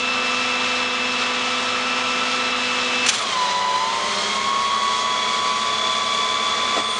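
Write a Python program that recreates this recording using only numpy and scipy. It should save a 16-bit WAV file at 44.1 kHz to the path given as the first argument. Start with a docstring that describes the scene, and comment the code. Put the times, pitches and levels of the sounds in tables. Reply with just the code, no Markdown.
"""Beside a refuse truck: the diesel runs fast and drives a hydraulic pump through a train of gears.
A steel lever is pulled; the pump takes load, engine and drive sag and recover, the gear whine changes colour.
Drive and engine are sines locked to shaft and crank; roar and hiss are shaped noise; the lever is gritty
noise bursts, partly through ringing modes. Late on, a hiss climbs and the packer panel bumps in the body."""
import sys
import numpy as np
from scipy import signal
from scipy.fft import rfft, irfft, next_fast_len
from scipy.io import wavfile
from scipy.ndimage import uniform_filter1d

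SR = 44100
rng = np.random.default_rng(int(sys.argv[2]) if len(sys.argv) > 2 else 0)


def inscribe(sig):
    """Save sig as 16-bit PCM at rate SR to the path in sys.argv[1].

    A 1-D sig is mono; a 2-D sig holds one channel per row.
    Samples are clipped to [-1, 1] before scaling.
    """
    pcm = np.round(np.clip(np.atleast_2d(sig).T, -1, 1) * 32767)
    wavfile.write(sys.argv[1], SR, pcm.astype(np.int16))


N = 308259

# Gear mesh. Each row: start in seconds, tooth mesh in Hz, base level of harmonics 1, 2 and 3 in dB.
MESH = [(0.0, 1323.5, -32, -26, -40.5), (0.7, 1323, -36.5, -28.5, -41), (1.2, 1319, -41, -29.5, -42),
        (1.5, 1320, -32, -32.5, -43), (2.0, 1327, -33, -30, -49), (2.4, 1325, -31.5, -31, -40),
        (2.7, 1317, -37, -30, -37), (3.06, 1319, -53, -26.5, -47), (3.13, 1251, -36, -42, -42),
        (3.22, 1139, -24, -46, -23), (3.31, 1055, -26, -30, -25), (3.38, 1007, -19.5, -44, -46),
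        (3.48, 987, -23, -36, -50), (3.75, 1000, -21.5, -39, -44), (4.02, 1043, -29.5, -42, -44),
        (4.23, 1070, -34.5, -39, -31.5), (4.42, 1088, -25.5, -32.5, -38), (4.65, 1104, -21.5, -40.5, -36.5),
        (4.9, 1117, -24.5, -39, -33), (5.05, 1123, -24, -47, -37), (5.25, 1127, -29, -34, -29),
        (5.5, 1134, -25, -42.5, -38), (5.8, 1143, -29.5, -40.5, -29), (6.3, 1144, -28.5, -35.5, -29.5),
        (6.85, 1151, -28.5, -38.5, -29.5), (6.99, 1154, -34, -48, -37)]
# 4th mesh harmonic. Base level free in dB, loaded in dB.
FOURTH_DB = (-42.5, -51)
# Mesh harmonics 5 to 7 under load. Each entry: level relative to the 4th in dB.
UPPER_DB = [-4.5, -6, -16.5]
# Out-of-true idler kneading the mesh. Each row: multiple of its turn, relative depth free, depth loaded.
WOBBLE = [(1, .12, .2), (2, .22, .36), (3, .2, .16), (4, .1, .32), (5, .08, .16)]
# Pressure lost by the teeth as load comes on. 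Each row: time in seconds, gain of the whole drive in dB.
TAKE_UP = [(0, 0), (3.07, 0), (3.11, -9), (3.315, -9), (3.335, 0), (6.99, 0)]
# Second gear pair, then pump ripple. Each entry: multiple of the pump shaft turn.
STRONG_ORDERS = [47, 94, 10, 20, 30, 40, 100]
# Their levels. Each row: base level free in dB, loaded in dB, flicker in dB.
STRONG_DB = [(-38, -40, 2), (-38, -47.5, 1.5), (-36, -52, 0.1), (-35.5, -49, -0.1), (-47.5, -51.5, 2),
             (-39.5, -54.5, 2), (-42.5, -45.5, 1.5)]
# Fainter teeth tones. Each entry: multiple of the pump shaft turn.
FAINT_ORDERS = [15, 48, 51, 60, 70, 113.6, 125.5, 141, 150.9, 152.9, 162.1, 188, 205.8]
# Their levels. Each row: base level free in dB, loaded in dB.
FAINT_DB = [(-50, -71), (-42.5, -47.5), (-48.5, -53), (-45, -53), (-61, -52.5), (-40.5, -56),
            (-49.5, -62.5), (-41.5, -61), (-47.5, -53.5), (-44, -53), (-60, -47), (-54, -44.5),
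            (-49, -56.5)]


def drive(load):
    """Two gear pairs and the pump, all geared to one shaft; tooth contact sounds at multiples of its turn."""
    mesh_per_turn, idler_teeth = 52.92, 64
    engage_s, engage_takes_s = 3.07, .15   # the valve shifts and the drive tones change over
    flicker_db, grind_db, grind_corner_hz = 1.4, -34, 130
    mesh_hz, first_db, second_db, third_db = in_time(MESH)
    mesh_hz = uniform_filter1d(mesh_hz, size=3000)
    mesh = 2 * np.pi * np.cumsum(mesh_hz) / SR
    shaft, idler = mesh / mesh_per_turn, mesh / idler_teeth
    engaged = np.clip((np.arange(N) / SR - engage_s) / engage_takes_s, 0, 1)
    fourth_db = blend(*FOURTH_DB, engaged) + engaged * case_lift_db(4 * mesh_hz)

    # real part kneads the level, imaginary part the phase
    knead = sum(blend(free, loaded, load) * np.exp(1j * k * (idler + k)) for k, free, loaded in WOBBLE)
    take_up_db = in_time(TAKE_UP)[0]
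    slack_rad = -.04 * take_up_db
    # uneven tooth contact, worst in the slack, smears each harmonic in proportion to its number
    chatter_rad = blend(.025, .09, load) + slack_rad
    shaken_mesh = mesh + .1 * knead.imag + chatter_rad * drift(70)

    out = np.zeros(N)
    for k, db in enumerate((first_db, second_db, third_db, fourth_db), start=1):
        out += (1 + k / 2.3 * knead.real) * tone(k * shaken_mesh, db, flicker_db)
    for k, db in enumerate(UPPER_DB, start=5):
        out += load * tone(k * shaken_mesh, fourth_db + db, flicker_db)
    for k, (free, loaded, flicker) in zip(STRONG_ORDERS, STRONG_DB):
        lift_db = engaged * case_lift_db(k * mesh_hz / mesh_per_turn)
        out += tone(k * shaft, blend(free, loaded, engaged) + lift_db, flicker)
    for k, db in zip(FAINT_ORDERS, FAINT_DB):
        out += tone(k * shaft, blend(*db, load), 2.5)

    # loaded teeth grind around the 3rd harmonic, strongest where the gear case resonates
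    case = 1 / np.hypot(1, (3 * mesh_hz - 3450) / 250)
    out += load * case * from_db(grind_db) * narrow_noise(3 * mesh, grind_corner_hz)
    return out * from_db(take_up_db)


# Gear case resonances. Each row: centre in Hz, half-width at half the dB lift in Hz, peak lift in dB.
CASE = [(203.4, 3.6, 12), (218, 6, 5), (405, 7.2, 11), (433.5, 6.1, 5.5), (560, 11, 9), (598, 27, 12.5),
        (648, 7.2, 8.5), (763, 30, 13.5), (905, 14, 10.5), (1004.8, 27, 12), (1986, 25, 10), (3945, 23, 17),
        (4036, 52, 14.5), (4267, 48, 14), (4520, 92, 8.5)]


def case_lift_db(hz):
    """The gear case resonates and lifts tones that pass its resonances."""
    return sum(db / (1 + ((hz - centre_hz) / half_width_hz) ** 2) for centre_hz, half_width_hz, db in CASE)


# Engine tones. Each entry: multiple of half the firing rate.
ENGINE_ORDERS = [2, 3, 4, 6, 7, 8, 14, 20, 22, 28, 33, 37.5, 40]
# Their levels. 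Each row: base level free in dB, loaded in dB.
ENGINE_ORDER_DB = [(-54, -55.5), (-59.5, -60), (-56.5, -56.5), (-51.5, -56.5), (-48, -47), (-63, -59),
                   (-58.5, -48.5), (-52.5, -58), (-45, -48.5), (-46, -60), (-48, -45.5), (-49, -42.5),
                   (-42, -44.5)]


def engine_tones(crank, exhaust_db, load):
    """Exhaust and timing-gear tones on multiples of the crank; the lowest leave by the exhaust pipe."""
    out = np.zeros(N)
    for k, db in zip(ENGINE_ORDERS, ENGINE_ORDER_DB):
        pipe_db = exhaust_db * (k < 4)
        out += tone(k * crank, blend(*db, load) + pipe_db, flicker_db=1.0)
    return out


# Lever and linkage scraping over the detent.
# Each row: start in seconds, rise in seconds, length after the rise in seconds (half held, half falling), level in dB.
LEVER = [(3.062, .002, .010, -17), (3.074, .003, .009, -22), (3.084, .004, .013, -12.5),
         (3.097, .002, .009, -19), (3.106, .004, .09, -28.5), (3.135, .006, .02, -33),
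         (3.178, .008, .018, -29), (3.215, .008, .018, -31)]
# Rod modes. Each row: pitch in Hz, relative level in dB, t60 in seconds before the grip's cap.
LEVER_MODES = [(1900, -4, .03), (2530, -10, .03), (3600, -4, .03), (3960, -6, .03), (4240, -7, .03),
               (4680, 9, 0.033), (5360, 6, .03), (6300, 8, .03), (6610, 0, .03), (7030, 6, 0.027),
               (7560, 13, .025)]


def rod(x):
    """The gripped rod rings briefly; the grip caps t60."""
    grip_t60_s = .03
    return sum(from_db(db) * ring(x, hz, min(t60_s, grip_t60_s)) for hz, db, t60_s in LEVER_MODES)


def lever():
    """Bursts of gritty steel contact, partly direct, partly through the rod; a link ticks as it settles."""
    bright_hz, dull_hz, rod_db = 1400, 8000, -8
    tick_s, tick_hz, tick_t60_s, tick_db = 3.212, 9550, .03, -30
    t, shape = np.arange(N) / SR, np.zeros(N)
    for start_s, rise_s, length_s, db in LEVER:
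        rise = (t - start_s) / rise_s
        fall = (start_s + rise_s + length_s - t) / length_s * 2
        shape += from_db(db) * np.clip(np.minimum(rise, fall), 0, 1)

    uneven = from_db(.5 * drift(150) * (t > 3.105))
    grit = uneven * rng.standard_normal(N) * from_db(1.5 * rng.standard_normal(N))
    grit = signal.sosfilt(signal.butter(5, dull_hz, fs=SR, output="sos"), grit)
    direct = signal.sosfilt(signal.butter(1, bright_hz, "high", fs=SR, output="sos"), grit)
    scrape = shape * direct / direct.std()
    ringing = from_db(rod_db) * rod(shape * grit) / rod(grit).std()

    click = 1. * (np.arange(N) == round(tick_s * SR))
    tick = from_db(tick_db) * ring(click, tick_hz, tick_t60_s)
    return scrape + ringing + tick


# Panel bumps. Each row: time in seconds, strike level in dB before modes and scatter.
BUMPS = [(6.766, -24.5), (6.777, -20), (6.793, -26)]
# Body modes. Each row: pitch in Hz, relative level in dB, t60 in seconds.
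BODY_MODES = [(300, -3, .08), (400, -3, .05), (545, 0, .06), (614, -3, .05), (690, 0, .06), (810, -4, .04),
              (1350, -3, .03), (1950, -3, .03)]


def panel():
    """Dull bumps ring the modes of the steel body, each struck with chance level and sign."""
    scatter_db = 2.37
    at = [round(s * SR) for s, _ in BUMPS]
    strike_db, out = np.array(BUMPS)[:, 1], np.zeros(N)
    for hz, mode_db, t60_s in BODY_MODES:
        clicks = np.zeros(N)
        height = from_db(strike_db + mode_db + rng.normal(0, scatter_db, len(at)))
        clicks[at] = height * rng.choice([-1, 1], len(at))
        out += ring(clicks, hz, t60_s)
    # soft contact: no treble; the body is too small for deep bass
    return signal.sosfilt(signal.butter(2, [230, 3000], "band", fs=SR, output="sos"), out)


# Thin hiss climbing as the stroke ends. Each row: time in seconds, centre in Hz, level in dB.
HISS = [(0, 6760, -83), (6.6, 6980, -67.5), (6.7, 7020, -46), (6.77, 7250, -41), (6.8, 8000, -45),
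        (6.88, 8770, -43), (6.99, 8750, -41)]


def hiss():
    """The climbing hiss: narrow noise around a moving centre."""
    hz, level_db = in_time(HISS)
    return from_db(level_db) * narrow_noise(2 * np.pi * np.cumsum(hz) / SR, corner_hz=300)


# Housings ringing in the roar. Each row: centre in Hz, width of one pass in Hz, level free in dB, loaded in dB.
HOUSINGS = [(1304, 150, -43.5, -46), (2910, 49, -52, -64), (3360, 200, -37.5, -39),
            (2200, 760, -55.5, -35.5), (6530, 930, -57, -42), (685, 134, -46.5, -43),
            (110.4, 35, -54.5, -58)]


def housings(load):
    """Housings excited by the roar: noise twice through each resonance."""
    out = np.zeros(N)
    for hz, width_hz, free, loaded in HOUSINGS:
        t60_s = np.log(1000) / (np.pi * width_hz)
        once = ring(rng.standard_normal(N), hz, t60_s)
        out += from_db(blend(free, loaded, load)) * rms_one(ring(once, hz, t60_s))
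    return out


# Roar of engine, fan and oil flow, pump free. Each row: frequency in Hz, relative density in dB per Hz.
ROAR_FREE = [(24, -58), (40, -27), (152, -19), (243, -9.5), (314, -13.5), (490, -5.5), (564, -8.5),
             (1310, 0), (1410, -4.5), (2100, -3), (2710, -5.5), (2980, -2), (6760, -14), (9610, -29),
             (10800, -49), (14000, -78), (22000, -120)]
# The same, pump loaded. Each row: frequency in Hz, relative density in dB per Hz.
ROAR_LOADED = [(24, -51), (40, -37), (156, -22), (216, -14), (286, -19), (426, -11.5), (923, -11),
               (1140, -5.5), (1580, -14), (2980, -14), (3850, -11.5), (6760, -20), (9170, -28.5),
               (10800, -48), (14000, -85)]


def roar(crank, exhaust_db, load, roar_db):
    """Half-octave bands of noise; the treble swells at each firing and surges a few times a second."""
    patchy_db, knock_db, surge_db = .5, .5, 1.0
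    size = next_fast_len(N)
    hz = np.maximum(np.fft.rfftfreq(size, 1 / SR), 1)
    white, out = rfft(rng.standard_normal(size)), np.zeros((2, N))
    surge, together = drift(4.5), drift(9)
    colours = []
    for curve in (ROAR_FREE, ROAR_LOADED):
        curve_hz, curve_db = np.transpose(curve)
        colours.append(from_db(np.interp(np.log(hz), np.log(curve_hz), curve_db)))

    for octave in np.log2(40) + np.arange(18) / 2:   # log2 of the band centre in Hz
        band = np.cos(np.pi / 2 * np.clip((np.log2(hz) - octave) * 2, -1, 1)) ** 2
        knock = knock_db * np.clip(octave - 10, 0, 1) * np.cos(2 * crank)
        swell = surge_db * np.clip(octave - 11, 0, 1) * surge
        rumble = exhaust_db * np.clip(7 - octave, 0, 1)   # the lowest bands come from the exhaust
        gain = from_db(patchy_db * (together + drift(17.0)) + knock + swell + rumble)
        out += gain * irfft(white * band * colours, size)[:, :N]
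    free, loaded = rms_one(out[0]), rms_one(out[1])
    return from_db(roar_db) * (free * (1 - load) + loaded * load)


def from_db(db):
    """Decibels to gain."""
    return 10 ** (np.asarray(db) / 20)


def rms_one(x):
    """Scale to rms 1."""
    return x / np.sqrt(np.mean(x ** 2) + 1e-20)


def in_time(rows):
    """Columns of a curve table, one value per sample."""
    s, *columns = np.transpose(rows)
    return [np.interp(np.arange(N) / SR, s, c) for c in columns]


def blend(free, loaded, load):
    """From the free value to the loaded one."""
    return free + (loaded - free) * load


def drift(rate_hz):
    """Slow chance of rms 1: noise through two equal poles, run at a 40th of SR."""
    r = np.exp(-80 * np.pi * rate_hz / SR)
    noise = rng.standard_normal(N // 40 + 2002)
    slow = signal.lfilter([1], [1, -2 * r, r * r], noise)[2000:]   # settled part
    return np.interp(np.arange(N) / 40, np.arange(len(slow)), rms_one(slow))


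def tone(phase, level_db, flicker_db):
    """A sine whose rms level flickers around level_db."""
    gain = np.sqrt(2) * from_db(level_db + flicker_db * drift(11.5))
    return gain * np.sin(phase + 2 * np.pi * rng.random())


def ring(x, hz, t60_s):
    """Two-pole resonance: a unit click sets a decaying sine of initial height 1 ringing."""
    r, w = from_db(-60 / (t60_s * SR)), 2 * np.pi * hz / SR
    return signal.lfilter([0, np.sin(w)], [1, -2 * r * np.cos(w), r * r], x + 1e-18)


def narrow_noise(phase, corner_hz):
    """Noise within corner_hz either side of a moving centre; rms 1."""
    lowpass = signal.butter(2, corner_hz, fs=SR, output="sos")
    slow = signal.sosfilt(lowpass, rng.standard_normal((2, N)))
    return rms_one(slow[0] * np.cos(phase) + slow[1] * np.sin(phase))


# Engine course. Each row: time in seconds, half the firing rate in Hz, pump load 0-1, roar level in dB.
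ENGINE = [(0, 32.35, 0.04, -25), (1, 32.6, 0, -24.5), (2, 32.74, 0.04, -24.5), (3.08, 32.69, 0, -24),
          (3.25, 30.42, 0.7, -25), (3.5, 28.8, 0.53, -26), (3.8, 30.16, 0.86, -28),
          (4.1, 30.82, 0.94, -24.5), (4.5, 31.36, 0.88, -26.5), (5, 32.17, .99, -27),
          (5.5, 32.4, 0.94, -26), (6, 32.45, 0.94, -27.5), (6.5, 32.58, 0.95, -26.5),
          (6.78, 32.4, .99, -24.5), (6.82, 32.63, 0.9, -29), (6.99, 32.44, 1, -28)]
# Deep exhaust note, dropping out while the engine labours. Each row: time in seconds, gain in dB.
EXHAUST = [(0, -0.5), (3.08, 0), (3.2, -9), (3.45, -9), (3.6, -1.5), (3.82, -14.5), (3.95, 0), (4.3, 2),
           (6.99, 2)]


def scene():
    """All sources, sharing one crank and one pump load, reach one microphone."""
    half_firing_hz, load, roar_db = in_time(ENGINE)
    exhaust_db = in_time(EXHAUST)[0]
    load = np.clip(load, 0, 1)
    crank = 2 * np.pi * np.cumsum(half_firing_hz) / SR
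    mono = drive(load) + engine_tones(crank, exhaust_db, load)
    mono += lever() + panel() + hiss()
    mono += housings(load) + roar(crank, exhaust_db, load, roar_db)
    return np.stack([mono, mono])


def record(dry):
    """A small microphone loses the deep bass; the top is cut."""
    bass_hz, cutoff_hz = 70, 10600
    thin = signal.sosfilt(signal.butter(2, bass_hz, "high", fs=SR, output="sos"), dry)
    return signal.sosfilt(signal.ellip(10, .5, 80, cutoff_hz, fs=SR, output="sos"), thin)


dry = scene()
out = record(dry)
inscribe(out)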